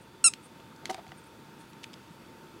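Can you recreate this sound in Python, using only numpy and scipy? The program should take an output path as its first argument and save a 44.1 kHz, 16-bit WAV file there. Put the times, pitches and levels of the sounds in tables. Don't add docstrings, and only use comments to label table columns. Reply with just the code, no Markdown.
import sys
import numpy as np
from scipy import signal
from scipy.io import wavfile
from scipy.ndimage import uniform_filter1d

SR = 44100
rng = np.random.default_rng(int(sys.argv[2]) if len(sys.argv) > 2 else 0)


def undo_db(level):
    steps = np.asarray(level, float) / 20
    return 10 ** steps


def output_pcm(signal):
    pcm = np.clip(np.atleast_2d(signal).T, -1, 1) * 32767
    wavfile.write(sys.argv[1], SR, np.round(pcm).astype(np.int16))


N = 114660


def evened(x):
    return x / np.sqrt(np.mean(x ** 2) + 1e-20)


def read(points, hz):
    f, value = np.transpose(points)
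    return np.interp(np.log(hz + 1), np.log(f + 1), value)


def add(mix, s, sound):
    part = mix[max(round(s * SR), 0):][:len(sound)]
    part += sound[:len(part)]


def resonate(x, hz, width):
    turn = np.exp(2j * np.pi * hz * np.arange(len(x)) / SR)
    r = np.exp(-np.pi * width / SR)
    smooth = signal.lfilter([1 - r], [1, -r], x / turn)
    return 2 * (turn * smooth).real


def causal(db):
    log_gain = np.log(undo_db(np.concatenate([db, db[-2:0:-1]])))
    return np.fft.ifft(np.exp(np.conj(signal.hilbert(log_gain)))).real[:512]


def fan():
    # (f/Hz, level/dB per Hz)
    floor = [(25, -33.5), (60, -28), (100, -4), (200, -2), (400, -7), (700, -16.5), (2200, -20),
             (15900, -35.5)]
    # (f/Hz, width/Hz, level over the floor/dB)
    housing = [(107, 25, 3.5), (188, 40, 2), (342.6, 23, 4), (520, 80, 2), (915, 90, 9.5), (1368, 470, 7),
               (2570, 200, 4.5), (3500, 300, 6.5), (4610, 150, 6.5)]
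    # (f/Hz, level/dB, wander/Hz)
    tones = [
        (905, -63, 5.4),
        (15020, -90, 1),
    ]
    floor_db, patch_db = -51.5, 0.8
    settle_db, settle_s = -2, 0.6

    frames, hz = N // 256 + 5, np.fft.rfftfreq(1024, 1 / SR)
    real, imag, patches = rng.standard_normal((frames, 513, 3)).T
    patches = uniform_filter1d(patches, size=12, axis=0)
    patches = evened(uniform_filter1d(patches, size=14, axis=1))
    colour = read(floor, hz) + sum(db / (1 + (2 * (hz - f) / w) ** 2) for f, w, db in housing)
    spectrum = (real + 1j * imag) * undo_db(colour[:, None] + patch_db * patches)
    noise = signal.istft(spectrum, nperseg=1024, noverlap=768)[1][:N]
    hum = undo_db(floor_db) * evened(noise)
    for f, db, width in tones:
        drift = uniform_filter1d(rng.standard_normal(N), size=1500)
        drift = evened(uniform_filter1d(drift, size=1500))
        level = undo_db(db + 1.5 * np.roll(drift, N // 2))
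        hum += level * np.sqrt(2) * np.sin(2 * np.pi * np.cumsum(f + width * drift) / SR)
    return hum * undo_db(settle_db * np.exp(-np.arange(N) / SR / settle_s))


def sniff(middle, length, level_db, hz, width):
    air = resonate(rng.standard_normal(6000), hz, width)
    air = resonate(air, hz, width)[:round(length * SR)]
    return middle - length / 2, undo_db(level_db) * evened(air) * np.hanning(len(air))


def squeak():
    # (t/s, pulse rate/Hz)
    pitch = [
        (.2395, 1376),
        (.2413, 1376),
        (.2424, 1375),
        (.25, 1369),
        (.263, 1356),
        (.2755, 1324),
        (.283, 1262),
        (.2885, 1195),
        (.293, 1140),
    ]
    effort_db = [-44, -38, -16, -16.3, -16.5, -17.5, -22, -40, -60]
    bright_db = [0, 0, -.3, -.3, -0.12, 0, -.4, -.4, -.4]
    # (f/Hz, level/dB)
    throat_curve = [(1350, -16.5), (2700, -10.5), (4050, -16.5), (5400, -8.5), (6800, -10), (8200, 0),
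                    (9400, -2), (12300, -36)]
    jitter, shimmer_db, breath_db = 0.002, 0.5, -24

    s, rate = np.transpose(pitch)
    t = np.arange(s[0], s[-1], 1 / SR)
    pitch_shake, level_shake = [evened(uniform_filter1d(rng.standard_normal(len(t)), size=60))
                                for _ in range(2)]
    turns = np.cumsum(np.interp(t, s, rate) * (1 + jitter * pitch_shake)) / SR
    bright = np.interp(t, s, bright_db)
    folds = evened(sum(undo_db(bright * (k - 5)) * np.cos(2 * np.pi * k * turns) for k in range(1, 12)))
    drive = folds * undo_db(shimmer_db * level_shake) + undo_db(breath_db) * rng.standard_normal(len(t))
    drive = drive * np.interp(t, s, undo_db(effort_db))

    hz = np.fft.rfftfreq(2048, 1 / SR)
    loss_above = np.clip((hz - 12500) * 0.03, 0, 50)
    loss_below = np.clip((1100 - hz) * 0.02, 0, 50)
    throat = causal(read(throat_curve, hz) - loss_above - loss_below)
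    level = np.sqrt(np.mean(np.convolve(folds, throat) ** 2))
    return s[0], np.convolve(drive, throat) / level


def bump(s, level_db, length):
    # (f/Hz, level/dB, time to fall 60 dB/s)
    tray = [(290, -11, .04), (386.5, -1, 0.053), (500, -7, .03), (675, -5, .05), (757, -0.5, 0.07),
            (934, -6.5, .03), (1174, -7.5, .03), (1508, -13, 0.018), (2056, -13, .025), (2760, -12.5, .02),
            (3800, -11.5, .015)]
    t = np.arange(6000) / SR
    fade = np.clip(1.5 - t / length, 0, 1) * (t < 1.5 * length)
    knocks = rng.standard_normal(len(t)) * abs(rng.standard_normal(len(t))) * fade
    body = sum(undo_db(db - 60 * t / t60) * np.sin(2 * np.pi * hz * t) for hz, db, t60 in tray)
    sound = signal.fftconvolve(knocks, body)[:len(t)]
    sound = signal.lfilter(*signal.butter(2, 220, "high", fs=SR), sound)
    loud_part = sound[:round((length + 0.015) * SR)]
    return s, undo_db(level_db) * sound / np.sqrt(np.mean(loud_part ** 2))


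def tick(s, peak_db, hz, t60):
    partials = [(.8, .3), (1, 1), (1.48, .6), (2.05, .2)]
    snap_db, scatter_db, scatter_t60 = -14, -15, 0.018
    soft_hz = 11000

    t = np.arange(1500) / SR
    tones = sum(share * np.sin(2 * np.pi * min(k * hz, 12000) * t) for k, share in partials)
    ring = undo_db(-60 * t / t60) * tones
    scatter = resonate(rng.standard_normal(len(t)), hz * 1.2, hz * 0.9)
    ring += undo_db(scatter_db - 60 * t / scatter_t60) * evened(scatter)
    ring[:3] += undo_db(snap_db) * np.array([1, -2, 1])
    band = [0.65 * hz, max(soft_hz, 1.5 * hz)]
    ring = signal.lfilter(*signal.butter(2, band, "band", fs=SR), ring)
    return s, undo_db(peak_db) * ring / abs(ring).max()


def drag(*row):
    crackle_db = 5
    s, air = sniff(*row)
    unevenness = evened(uniform_filter1d(rng.standard_normal(6000), size=30))
    return s, air * evened(undo_db(crackle_db * unevenness))[:len(air)]


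def whistle(start, length, level_db, top_hz, fall_hz):
    u = np.arange(0, 1, 1 / (length * SR))
    hz = top_hz - fall_hz * (0.3 + 4 * (u - 0.48) ** 3 + 0.25 * (u - 0.48))
    return start, undo_db(level_db) * np.sin(np.pi * u) ** 0.6 * np.sin(2 * np.pi * np.cumsum(hz) / SR)


def room(x):
    # (f/Hz, time to fall 60 dB/s)
    decay = [(1000, .12), (2700, 0.16), (6000, .16), (10000, 0.11)]
    taps = np.zeros(SR // 2)
    at = np.arange(100, len(taps) - 20, 20)
    taps[at + rng.integers(0, 20, len(at))] = rng.choice([-1., 1.], len(at))
    hz, t, z = signal.stft(taps, SR, nperseg=128)
    t60 = np.maximum(read(decay, hz), 0.02)[:, None]
    tail = signal.istft(z * undo_db(-60 * t / t60), SR, nperseg=128)[1]
    return signal.fftconvolve(x, tail / np.linalg.norm(tail))[:N]


def scene():
    # (middle t/s, length/s, level/dB, centre f/Hz, width/Hz)
    sniffs = [
        (.005, .05, -66.5, 8700, 1600),
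        (0.45, 0.078, -59.5, 8800, 1700),
        (0.721, .04, -55, 1200, 580),
        (1.27, .04, -66, 9500, 2500),
        (1.7, .05, -68, 11200, 4000),
        (1.61, .07, -63.5, 9000, 3500),
        (1.1, .06, -54.5, 108, 60),
        (0.99, .02, -43, 740, 170),
    ]
    # (t/s, level/dB, scrape length/s)
    bumps = [(0.98, -48, 0.004), (.8935, -37, 0.0068), (.903, -34.5, 0.0087), (.945, -42, .002),
             (.927, -50, 0.007), (0.83, -55.5, 0.034), (1.118, -51.5, 0.0026), (0.99, -58, 0.027),
             (0.595, -56, .006), (1.065, -55.5, 0.0037), (.25, -52, 0.0302)]
    # (t/s, peak level/dB, ring f/Hz, time to fall 60 dB/s)
    ticks = [(.337, -22, 2870, 0.0032), (.601, -44.5, 2870, 0.0057), (.763, -46, 5200, 0.0054),
             (.8558, -24.5, 4340, 0.0077), (0.8559, -27.5, 2110, 0.013), (0.8957, -41, 4500, .004),
             (0.8975, -27, 1994, 0.014), (0.9, -45, 6700, 0.0097), (.902, -33, 7200, 0.0036),
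             (.907, -38, 3940, 0.0068), (.9115, -31, 5970, 0.0044), (.9443, -29.5, 4840, 0.0027),
             (.9455, -29.5, 2400, 0.0057), (1.067, -41, 2180, 0.0056), (1.08, -45, 4490, 0.0056),
             (1.092, -47, 2930, .008), (1.119, -37, 1980, 0.013), (1.612, -45.5, 4300, 0.0049),
             (1.733, -43.5, 3860, 0.0077), (1.8325, -36.5, 2930, .005), (1.8355, -35.5, 3600, 0.0068),
             (1.8408, -28, 3020, 0.0044), (1.843, -30, 2450, 0.0079), (1.9328, -36.5, 3470, 0.0053),
             (1.9358, -36, 3300, 0.0028), (1.9398, -32.5, 3350, .004)]
    # (middle t/s, length/s, level/dB, centre f/Hz, width/Hz)
    drags = [
        (.872, .05, -51, 2500, 4000),
        (.905, .032, -45, 4000, 6000),
        (.93, .07, -51, 3000, 5000),
        (.975, .1, -56, 2000, 3000),
    ]
    # (start t/s, length/s, level/dB, f a tenth of the way in/Hz, fall from there to the end/Hz)
    whistles = [
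        (1.172, .026, -57, 9150, 1500),
        (1.2385, .006, -56, 9200, 2200),
    ]
    room_db = -20.5

    hum, cage = fan(), np.zeros(N)
    add(cage, *squeak())
    for source, rows in ((sniff, sniffs), (bump, bumps), (tick, ticks), (drag, drags), (whistle, whistles)):
        for row in rows:
            add(cage, *source(*row))
    return (cage + undo_db(room_db) * room(cage) + hum)[None]


def top_cut(x):
    return signal.sosfilt(signal.butter(12, 16090, fs=SR, output="sos"), x)


def record(dry):
    edge_hz = 16050
    mix = signal.oaconvolve(dry, signal.firwin(255, edge_hz, fs=SR)[None], "same")
    return top_cut(mix)


dry = scene()
out = record(dry)
output_pcm(out)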